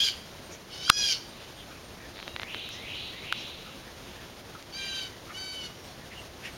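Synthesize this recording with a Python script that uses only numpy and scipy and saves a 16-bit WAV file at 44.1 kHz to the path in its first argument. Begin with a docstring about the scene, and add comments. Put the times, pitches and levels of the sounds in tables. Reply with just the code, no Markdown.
"""Jays in a backyard

Four jay screams: harmonics of a syrinx filtered by a moving beak resonance, with noise and throbbing as roughness.
Between them a farther bird gives three rising whistles: warbling sines, heard with much diffuse scatter.
Creaks, clicks and a small rustling tick close by are band-limited impulses, some of which ring a stiff part.
Faint chips, rustles, far calls and insect trills are short noise bands, beside a thin gliding sine.
Shaped noise makes the steady outdoor hush, with a low hum beneath."""
import sys
import numpy as np
from scipy import signal
from scipy.fft import rfft, irfft
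from scipy.io import wavfile

SR = 44100
rng = np.random.default_rng(int(sys.argv[2]) if len(sys.argv) > 2 else 0)


def materialize(psi):
    """Save the field psi as 16-bit PCM at rate SR to the path in sys.argv[1].

    A 1-D psi becomes a single channel; in a 2-D psi each row is a channel.
    """
    bounded = np.clip(np.atleast_2d(psi).T, -1, 1)
    quanta = np.round(bounded * 32767).astype(np.int16)
    wavfile.write(sys.argv[1], SR, quanta)


N = 289737

# Table levels are relative: each source applies its own mixing gain.
# Outdoor hush, spectral density: (f/Hz, level/dB per Hz)
HUSH_SPECTRUM = [(15, -38), (25, -8.5), (70, 0), (211, -4), (342, -6), (414, -6), (557, -6), (812, -9.5),
                 (1320, -12.5), (2730, -15), (3300, -14), (6660, -19.5), (7830, -27), (8730, -25.5),
                 (15800, -31)]
HUSH_DB = -46.1   # mean level
# Far, unsteady hum: (f/Hz, width/Hz, level/dB)
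DRONE = (349, 24, -62.5)

# Clearest chips, rustles and faint far calls: (centre t/s, half length/s, f/Hz, width/Hz, level/dB)
FAINT_EVENTS = [(.535, .038, 6230, 1500, -48.5), (1.421, .12, 3300, 2000, -53),
                (1.606, .06, 3270, 700, -51), (2.029, .084, 1790, 400, -53), (2.201, .1, 3900, 900, -51),
                (2.744, .06, 5670, 1400, -51), (3.403, .056, 5430, 1400, -51),
                (4.127, .25, 3100, 1190, -55), (5.309, .032, 2070, 600, -50.5),
                (6.126, .035, 2270, 1000, -47.5), (6.182, .045, 2880, 250, -46.5),
                (6.462, .049, 2230, 1230, -41.5), (6.46, .041, 5000, 6000, -51)]
# Fainter chips at random: centre and spread of pitch, width as a share of pitch; half length and level
CHIP_HZ, CHIP_SPREAD_OCTAVES, CHIP_WIDTH_SHARE = 2900, .75, .12
CHIP_HALF_S, CHIP_DB, CHIP_SPREAD_DB = .07, -57.5, 1.5
# Soft brushes against the stiff part that the clicks set ringing: (centre t/s, half length/s, level/dB)
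BRUSHES = [(.882, .009, -39), (.907, .017, -36), (1.72, .044, -52), (3.677, .038, -51), (4.56, .022, -45),
           (5.304, .05, -50)]
BRUSH_HZ, BRUSH_WIDTH_HZ = 1320, 220
# A faint note in two resonances of the whistler before its first call: (f/Hz)
PRELUDE_HZ = [2780, 3830]
PRELUDE_S, PRELUDE_HALF_S, PRELUDE_WIDTH_HZ, PRELUDE_DB = 2.32, .1, 130, -54
# Thin note of a small far bird: (t/s, f/Hz, level/dB)
THIN_NOTE = [(5.74, 5780, -70), (5.8, 5610, -59), (5.88, 5550, -58), (5.94, 5500, -66)]
# Bouts of insect trill: (start t/s, length/s, period/s, f/Hz)
TRILLS = [(.18, 1.85, .28, 8850), (5.86, .8, .34, 8200)]

# Single ticks of the creak, after its even run of slips: (t/s, level/dB)
CREAK_TICKS = [(2.2279, -23.5), (2.2790, -20.5), (2.3631, -16), (2.3974, -18), (2.4178, -22.5),
               (2.4326, -18), (2.546, -17.5)]
RUN_START_S, RUN_GAP_S, RUN_DB, RUN_GROWTH_DB = 2.1595, .0103, -31, 1.3   # the even run; growth per slip
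# Clicks, hard and faint, and one small rustling tick (4.626 s):
# (t/s, crack level/dB, crack top f/Hz, ring level/dB, thump level/dB)
CLICKS = [(.9004, 8.5, 4500, 6, 7), (2.69, -27, 14000, -33, -60), (3.3254, -12.3, 4000, -10.3, -57),
          (4.626, -30, 7000, -59, -65)]
RING_HZ, RING_DROP_HZ = 1570, 290   # the stiff part rings lower under a full-scale blow
# The first, hardest click is led by slips that come ever faster, louder and brighter
SLIP_LEAD_S, SLIP_LEAD_RATIO = .0007, 1.55   # the last slip's lead; each earlier one leads by this factor more
SLIP_DB, SLIP_GROWTH_DB_PER_S, SLIP_RING_DB = 2.5, 3200, -7   # ring level is relative to the crack
SLIP_TOP_HZ, SLIP_BRIGHT_HZ, SLIP_BRIGHT_S = 4200, 9000, .0014

# Rising whistles: (start t/s, level/dB, lift of the warble f/Hz at unit depth)
WHISTLES = [(2.352, -37.3, 0), (2.737, -36.5, 100), (3.12, -37.5, 0)]
# Resonances of the whistler's throat: (f/Hz, width/Hz, level/dB)
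WHISTLER_THROAT = [(2670, 410, 0), (3870, 86, 0)]
WHISTLE_S, WHISTLE_HZ, CLIMB_HZ_PER_S, CLIMB_S = .4, 1870, 3250, .17   # length, first pitch, climb
BREAK_AT_S, BREAK_S, BREAK_JUMP_HZ = .13, .009, 560   # the break: when, time scale, how far up
CLEAR_WARBLE, FULL_WARBLE = .14, 1.0   # warble depth before and after the break
STEP_AT_S, STEP_HZ, STEP_WARBLE = .225, 640, .35   # a second step up, and the depth it adds
CLEAR_DB, WARBLE_DB, FADE_AT_S, WHISTLE_FADE_DB_PER_S = -10.5, -2.6, .265, 65

# Jay screams: (start t/s, full voice t/s, end t/s, rise time scale/s, top f/Hz, final pitch drop share,
# level/dB, swell/dB per s, final hoarseness 0-1, release/dB per s)
SCREAMS = [(0, -.04, .095, .005, 826, .05, -19.7, -78, .85, 400),
           (.7, .87, 1.128, .02, 834, .066, -30.1, 21, .72, 420),
           (4.72, 4.733, 5.025, .012, 795, .022, -39.2, 11, .4, 140),
           (5.335, 5.347, 5.665, .012, 766, .028, -38, -6, .33, 400)]
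# Beak resonance, one curve for each scream: (t/s, f/Hz)
BEAK = [
    [(.02, 3250), (.06, 4380)],
    [(.85, 3800), (.95, 5200), (1.0, 5450), (1.04, 3500), (1.075, 5200), (1.14, 4450)],
    [(4.78, 4700), (4.79, 2600), (4.87, 2700), (4.89, 3880), (5.0, 3650), (5.05, 3100)],
    [(5.36, 3060), (5.39, 4480), (5.48, 3850), (5.52, 4200), (5.59, 3100), (5.665, 3500)],
]
# Throat filter on the harmonics: (harmonic, level/dB in screams 1, 2, 3, 4)
THROAT = [(2, -10, -9.5, -4, -4), (3, -7, -6.5, -3.5, -1.5), (4, 4.5, 2, 0, 3), (5, -8, -7.5, -4, -10.5),
          (6, -2, -0.5, -0.5, 1), (7, -17, -1.5, -12, -12), (8, -7, -6.5, -5.5, -5),
          (9, -13, -14, -14, -13), (10, -24, -21, -16, -11), (11, -16, -20, -19, -16),
          (12, -20, -16.5, -19, -21), (13, -19, -19.5, -19, -14.5), (14, -20, -25, -22, -13),
          (15, -25, -28, -29, -22), (16, -26, -29, -25, -22)]
# Spectrum of the air rasping through: (f/Hz, level/dB)
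RASP = [(1300, -48), (2200, -24), (2900, 4), (3700, -2), (4500, 6.5), (5800, -2.5), (7200, -6.5),
        (8500, -20), (10000, -21.5), (15500, -24)]
# The other side of the syrinx sings its own note: (t/s, f/Hz, level/dB, roughness 0-1, beak resonance f/Hz)
SECOND_VOICE = [(4.76, 965, -53, .9, 3000), (4.8, 963, -45, .9, 3700), (4.87, 945, -44.5, .4, 2550),
                (5.0, 925, -45, .8, 2750)]
# Harmonics of that second note: (harmonic, level/dB)
SECOND_THROAT = [(2, -6.5), (3, -2.5), (4, 1.5)]
SCOOP, SAG_PER_S, DROP_S = .105, .055, .047   # pitch share lost at no effort, share lost per second; drop time scale
SOFT_DB, ATTACK_DB, ATTACK_S = -10.8, -18, .007   # level offsets at no effort and at the very start; attack time
RELEASE_S = .06   # how long a scream lasts beyond its end time
CLEAR_ROUGH, SOFT_ROUGH, HOARSE_S = .07, .55, .115   # roughness in full voice, added at no effort; hoarsening time

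MIC_NOTCH_HZ, MIC_NOTCH_WIDTH_HZ = 7825, 940
CUTOFF_HZ = 15900


def from_db(db):
    """Logarithmic level: decibels to amplitude gain."""
    return 10 ** (np.asarray(db) / 20)


def rms_one(x):
    """Normalisation: divide by the effective value, giving rms 1."""
    return x / np.sqrt(np.mean(x ** 2) + 1e-20)


def in_time(rows, t):
    """Linear interpolation: each column of a curve, read at the times t."""
    s, *columns = np.transpose(rows)
    return [np.interp(t, s, column) for column in columns]


def rise(t, time_s):
    """Logistic transition: a smooth step from 0 to 1 round t = 0."""
    return .5 + .5 * np.tanh(t / (2 * time_s))


def band(x, low_hz, high_hz, order=2):
    """Resonance as a causal Butterworth band-pass."""
    edges = np.clip([low_hz, high_hz], [15, 30], [.44 * SR, .45 * SR])
    sos = signal.butter(order, edges, "band", fs=SR, output="sos")
    return signal.sosfilt(sos, x + 1e-18)


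def flutter(rate_hz, size):
    """Random modulation: low-passed noise with rms 1."""
    sos = signal.butter(2, rate_hz, fs=SR, output="sos")
    noise = rng.standard_normal(size + SR // 2)   # the spare half second lets the filter settle
    return rms_one(signal.sosfilt(sos, noise)[-size:])


def coloured(spectrum, size):
    """Spectral shaping: white noise weighted in frequency, rms 1."""
    hz, db = np.transpose(spectrum)
    log_hz = np.log(np.fft.rfftfreq(size, 1 / SR) + 1)
    gain = from_db(np.interp(log_hz, np.log(hz), db))
    return rms_one(irfft(rfft(rng.standard_normal(size)) * gain, size))


def add(out, start, sound):
    """Superposition: mix a sound in at a given time."""
    i = max(round(start * SR), 0)
    out[i:i + len(sound)] += sound[:max(N - i, 0)]


def span(curve):
    """Gating: the sample times of a curve, and a window with 4 ms ramps at both ends."""
    t = np.arange(curve[0][0], curve[-1][0], 1 / SR)
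    return t, np.clip(np.minimum(t - t[0], t[-1] - t) / .004, 0, 1)


def garden(x, t60, build_s):
    """Diffuse scattering from trunks, leaves and walls: it builds up, then decays; unit energy."""
    t = np.arange(SR) / SR
    scatter = rng.standard_normal(SR) * from_db(-60 * t / t60) * (1 - np.exp(-t / build_s))
    return signal.fftconvolve(x, scatter / np.linalg.norm(scatter))[:N]


def hush(restless_db=1.0):
    """Broadband noise of distant air and leaves, its level wavering, with a faint narrow-band hum."""
    hz, width_hz, level_db = DRONE
    hum = rms_one(band(rng.standard_normal(N), hz - width_hz / 2, hz + width_hz / 2))
    air = from_db(HUSH_DB + restless_db * flutter(14, N)) * coloured(HUSH_SPECTRUM, N)
    return air + from_db(level_db) * hum


def puff(centre_s, half_s, hz, width_hz, level_db):
    """Narrow-band noise burst: a short swell round one pitch, placed in the scene."""
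    size = int(2 * half_s * SR)
    noise = rng.standard_normal(size + SR // 20)
    grain = rms_one(band(noise, hz - width_hz / 2, hz + width_hz / 2)[-size:])
    out = np.zeros(N)
    add(out, centre_s - half_s, grain * np.hanning(size) * from_db(level_db))
    return out


def random_chips(count=22):
    """Jittered random process: faint chips scattered over the whole time, columns as FAINT_EVENTS."""
    when, pitch, strength = rng.uniform(-1, 1, (count, 3)).T
    hz = CHIP_HZ * 2 ** (CHIP_SPREAD_OCTAVES * pitch)
    times = (np.arange(count) + .5 + .5 * when) / count * N / SR
    db = CHIP_DB + CHIP_SPREAD_DB * strength
    return [(s, CHIP_HALF_S, f, CHIP_WIDTH_SHARE * f, level) for s, f, level in zip(times, hz, db)]


def thin_note():
    """Frequency modulation: a pure tone whose phase integrates a gliding pitch."""
    t, window = span(THIN_NOTE)
    pitch, level_db = in_time(THIN_NOTE, t)
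    out = np.zeros(N)
    add(out, t[0], np.sin(2 * np.pi * np.cumsum(pitch) / SR) * window * from_db(level_db))
    return out


def insects(level_db=-61):
    """Periodic pulsing: evenly repeated noise bursts form each trill."""
    return sum(puff(s, 0.053, hz, 260, level_db)
               for start, length, period, hz in TRILLS
               for s in np.arange(start, start + length, period))


def small_life():
    """Superposed weak sources: chips, rustles, calls, brushes and thin notes scatter briefly; insects do not."""
    quiet = sum(puff(*row) for row in list(FAINT_EVENTS) + random_chips())
    quiet += sum(puff(s, half_s, BRUSH_HZ, BRUSH_WIDTH_HZ, db) for s, half_s, db in BRUSHES)
    quiet += sum(puff(PRELUDE_S, PRELUDE_HALF_S, hz, PRELUDE_WIDTH_HZ, PRELUDE_DB) for hz in PRELUDE_HZ)
    quiet += thin_note()
    scatter = garden(quiet, t60=0.21, build_s=0.0039)
    return from_db(1.5) * quiet + from_db(-9) * scatter + insects()


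def crack(low_hz, top_hz, order):
    """Impulse response of a band-pass, scaled to a peak of 1."""
    snap = band(signal.unit_impulse(SR // 20), low_hz, top_hz, order)
    return snap / np.abs(snap).max()


def creak_run(count=5):
    """Regular stick-slip: evenly spaced slips, each stronger than the last, as creak rows."""
    return [(RUN_START_S + k * RUN_GAP_S, RUN_DB + k * RUN_GROWTH_DB) for k in range(count)]


def run_up(s, count=6, thump_db=-28):
    """Accelerating stick-slip: the slips before a hard click at time s, columns as CLICKS."""
    lead = SLIP_LEAD_S * SLIP_LEAD_RATIO ** np.arange(count)
    db = SLIP_DB - SLIP_GROWTH_DB_PER_S * lead
    top_hz = SLIP_TOP_HZ + SLIP_BRIGHT_HZ * np.exp(-(lead / SLIP_BRIGHT_S) ** 2)
    return list(zip(s - lead, db, top_hz, db + SLIP_RING_DB, db + thump_db))


def clicks(ring_width_hz=260, edge_db=-25, tick_top_hz=4100):
    """Impulsive excitation: dry stick-slip ticks, then clicks and a rustling tick with ring and thump."""
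    out = np.zeros(N)
    slip = crack(950, tick_top_hz, order=1)
    low_pass = signal.cheby1(5, 1, tick_top_hz, fs=SR, output="sos")
    tick = signal.sosfilt(low_pass, slip) + from_db(-25) * slip
    tick /= np.abs(tick).max()
    for s, db in creak_run() + list(CREAK_TICKS):
        add(out, s, from_db(db) * tick)
    for s, crack_db, top_hz, ring_db, thump_db in run_up(CLICKS[0][0]) + list(CLICKS):
        ring_hz = RING_HZ - RING_DROP_HZ * min(from_db(ring_db), 1)
        snap = crack(1605, top_hz, order=3) + from_db(edge_db) * crack(1000, 8100, order=1)
        ring = crack(ring_hz - ring_width_hz / 2, ring_hz + ring_width_hz / 2, order=1)
        thump = crack(110, 1200, order=1)
        add(out, s, from_db(crack_db) * snap + from_db(ring_db) * ring + from_db(thump_db) * thump)
    return out


def whistle_curve():
    """Register break: a climb, a louder warble, a step up, a fade: (t/s from start, f/Hz, level/dB, depth)."""
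    t = np.arange(0, WHISTLE_S, 1 / SR)
    broken, stepped = rise(t - BREAK_AT_S, BREAK_S), rise(t - STEP_AT_S, BREAK_S)
    climb = CLIMB_HZ_PER_S * np.minimum(t, CLIMB_S)
    pitch = WHISTLE_HZ + climb + BREAK_JUMP_HZ * broken + STEP_HZ * stepped
    fade_db = WHISTLE_FADE_DB_PER_S * np.maximum(t - FADE_AT_S, 0)
    db = CLEAR_DB + (WARBLE_DB - CLEAR_DB) * broken - fade_db
    warble = CLEAR_WARBLE + (FULL_WARBLE - CLEAR_WARBLE) * broken + STEP_WARBLE * stepped
    return np.column_stack([t, pitch, db, warble])


def whistler(spread_hz=400, top_hz=4700):
    """Random frequency modulation: a rising tone breaks into a fast rough warble, with strong scatter."""
    note = np.zeros(N)
    sweep = whistle_curve()
    t, window = span(sweep)
    pitch, shape_db, warble = in_time(sweep, t)
    for start, level_db, lift_hz in WHISTLES:
        deviation_hz = warble * (lift_hz + spread_hz * flutter(355.4, len(t)))
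        phase = 2 * np.pi * np.cumsum(pitch + deviation_hz) / SR
        add(note, start, np.sin(phase) * window * from_db(shape_db + level_db) * np.sqrt(2))
    note += sum(from_db(db) * band(note, hz - width / 2, hz + width / 2, order=1)
                for hz, width, db in WHISTLER_THROAT)
    note = band(note, 1280, top_hz, order=12)
    return from_db(-6.0) * note + from_db(-3.5) * garden(note, t60=1.33, build_s=0.0032)


def scream_curve(beak, start, full, end, rise_s, top_hz, drop, level_db, swell_db_per_s, hoarse,
                 release_db_per_s):
    """Vocal effort lifts pitch and level; pitch drops and voice hoarsens at the end: columns as SECOND_VOICE."""
    t = np.arange(start, end + RELEASE_S, 1 / SR)
    age = t - full
    slack = 1 - rise(age, rise_s)   # 1 at no effort, 0 in full voice
    sinking = 2 * rise(t - end, DROP_S * np.log(2))   # passes 1 at the end time
    pitch = top_hz * (1 - SCOOP * slack - SAG_PER_S * np.maximum(age, 0) - drop * sinking)
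    db = level_db + swell_db_per_s * age + SOFT_DB * slack ** 2
    db += ATTACK_DB * np.exp(-(t - min(start, full)) / ATTACK_S)
    db -= release_db_per_s * np.maximum(t - end, 0)
    rough = CLEAR_ROUGH + SOFT_ROUGH * slack + hoarse * np.exp(-np.maximum(end - t, 0) / HOARSE_S)
    return np.column_stack([t, pitch, db, rough, *in_time(beak, t)])


def scream(curve, throat, gain_db, rasp_db, jitter=0.22, shimmer=0.12, scatter=0.64, waver=0.0027,
           beak_db=8.0, beak_width_hz=650, throb_hz=135, throb=0.35, sway_db=2.5):
    """Source and filter: a syrinx buzz through a beak resonance; roughness adds throb, jitter and airy rasp."""
    t, window = span(curve)
    size = len(t)
    pitch, level_db, rough, beak_hz = in_time(curve, t)
    rough = np.clip(rough, 0, 1)
    wavering_hz = pitch * (1 + waver * (1 + 3 * rough) * flutter(68, size))
    phase = 2 * np.pi * np.cumsum(wavering_hz) / SR
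    phase += jitter * rough * flutter(176, size)
    buzz, power = 0, 0
    for k, db in throat:
        harmonic = round(k)
        boost_db = beak_db * np.exp(-((harmonic * pitch - beak_hz) / beak_width_hz) ** 2)
        # the partials trade strength as the throat moves
        gain = from_db(db + boost_db + sway_db * flutter(23, size))
        # complex noise disturbs both amplitude and phase
        unsteady = 1 + scatter * rough * (flutter(155, size) + 1j * flutter(100, size))
        partial = np.exp(1j * (harmonic * phase + rng.uniform(0, 2 * np.pi)))
        buzz += gain * np.real(unsteady * partial)
        power += gain ** 2 / 2
    # the air pulses once per cycle
    air = from_db(rasp_db) * rough * coloured(RASP, size) * (1 + 0.67 * np.cos(phase))
    beat = np.sin(2 * np.pi * np.cumsum(throb_hz * (1 + 0.208 * flutter(35, size))) / SR)
    modulation = 1 + rough * (shimmer * flutter(200, size) + throb * rough * beat)
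    voice = (buzz / np.sqrt(power) + air) * modulation
    out = np.zeros(N)
    add(out, t[0], voice / np.sqrt(1 + rough ** 2) * window * from_db(level_db + gain_db))
    return out


def jays(near_wet_db=-13, far_wet_db=-14):
    """Direct and scattered sound: two near, harsh screams and two farther, clearer ones, one two-voiced."""
    first, second, third, fourth = [[(row[0], row[k]) for row in THROAT] for k in range(1, len(THROAT[0]))]
    curves = [scream_curve(beak, *row) for beak, row in zip(BEAK, SCREAMS)]
    near = scream(curves[0], first, gain_db=1.0, rasp_db=-2.5)
    near += scream(curves[1], second, gain_db=-0.5, rasp_db=-2.5)
    far = scream(curves[2], third, gain_db=0.0, rasp_db=-5)
    far += scream(curves[3], fourth, gain_db=-1.0, rasp_db=1.5)
    far += scream(SECOND_VOICE, SECOND_THROAT, gain_db=0.0, rasp_db=-10, jitter=0.6, waver=0.0044)
    near_scatter = from_db(near_wet_db) * garden(near, t60=0.5, build_s=0.0059)
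    far_scatter = from_db(far_wet_db) * garden(far, t60=0.56, build_s=.01)
    return near + far + near_scatter + far_scatter


def scene():
    """Linear superposition of all the sources at one microphone."""
    return (hush() + small_life() + clicks() + whistler() + jays())[None]


def gain_control(x, threshold_db=-6, share=.45, release_db_per_s=130, attack_s=.006):
    """Dynamic compression: a peak over the threshold turns the gain down; it soon recovers."""
    over_db = share * np.maximum(20 * np.log10(np.abs(x) + 1e-9) - threshold_db, 0)
    # a running maximum on a slope holds each peak and releases it at a constant rate
    slope_db = release_db_per_s * np.arange(N) / SR
    held_db = np.maximum.accumulate(over_db + slope_db, axis=-1) - slope_db
    r = np.exp(-1 / (attack_s * SR))
    return x * from_db(-signal.lfilter([1 - r], [1, -r], held_db))


def record(dry):
    """Compression, saturation and filtering: the recorder ducks, rounds peaks, notches and cuts the treble."""
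    rounded = .95 * np.tanh(gain_control(dry) / .95)
    notch = signal.iirnotch(MIC_NOTCH_HZ, MIC_NOTCH_HZ / MIC_NOTCH_WIDTH_HZ, fs=SR)
    notched = signal.lfilter(*notch, rounded)
    return signal.sosfilt(signal.ellip(14, .1, 110, CUTOFF_HZ, fs=SR, output="sos"), notched)


dry = scene()
out = record(dry)
materialize(out)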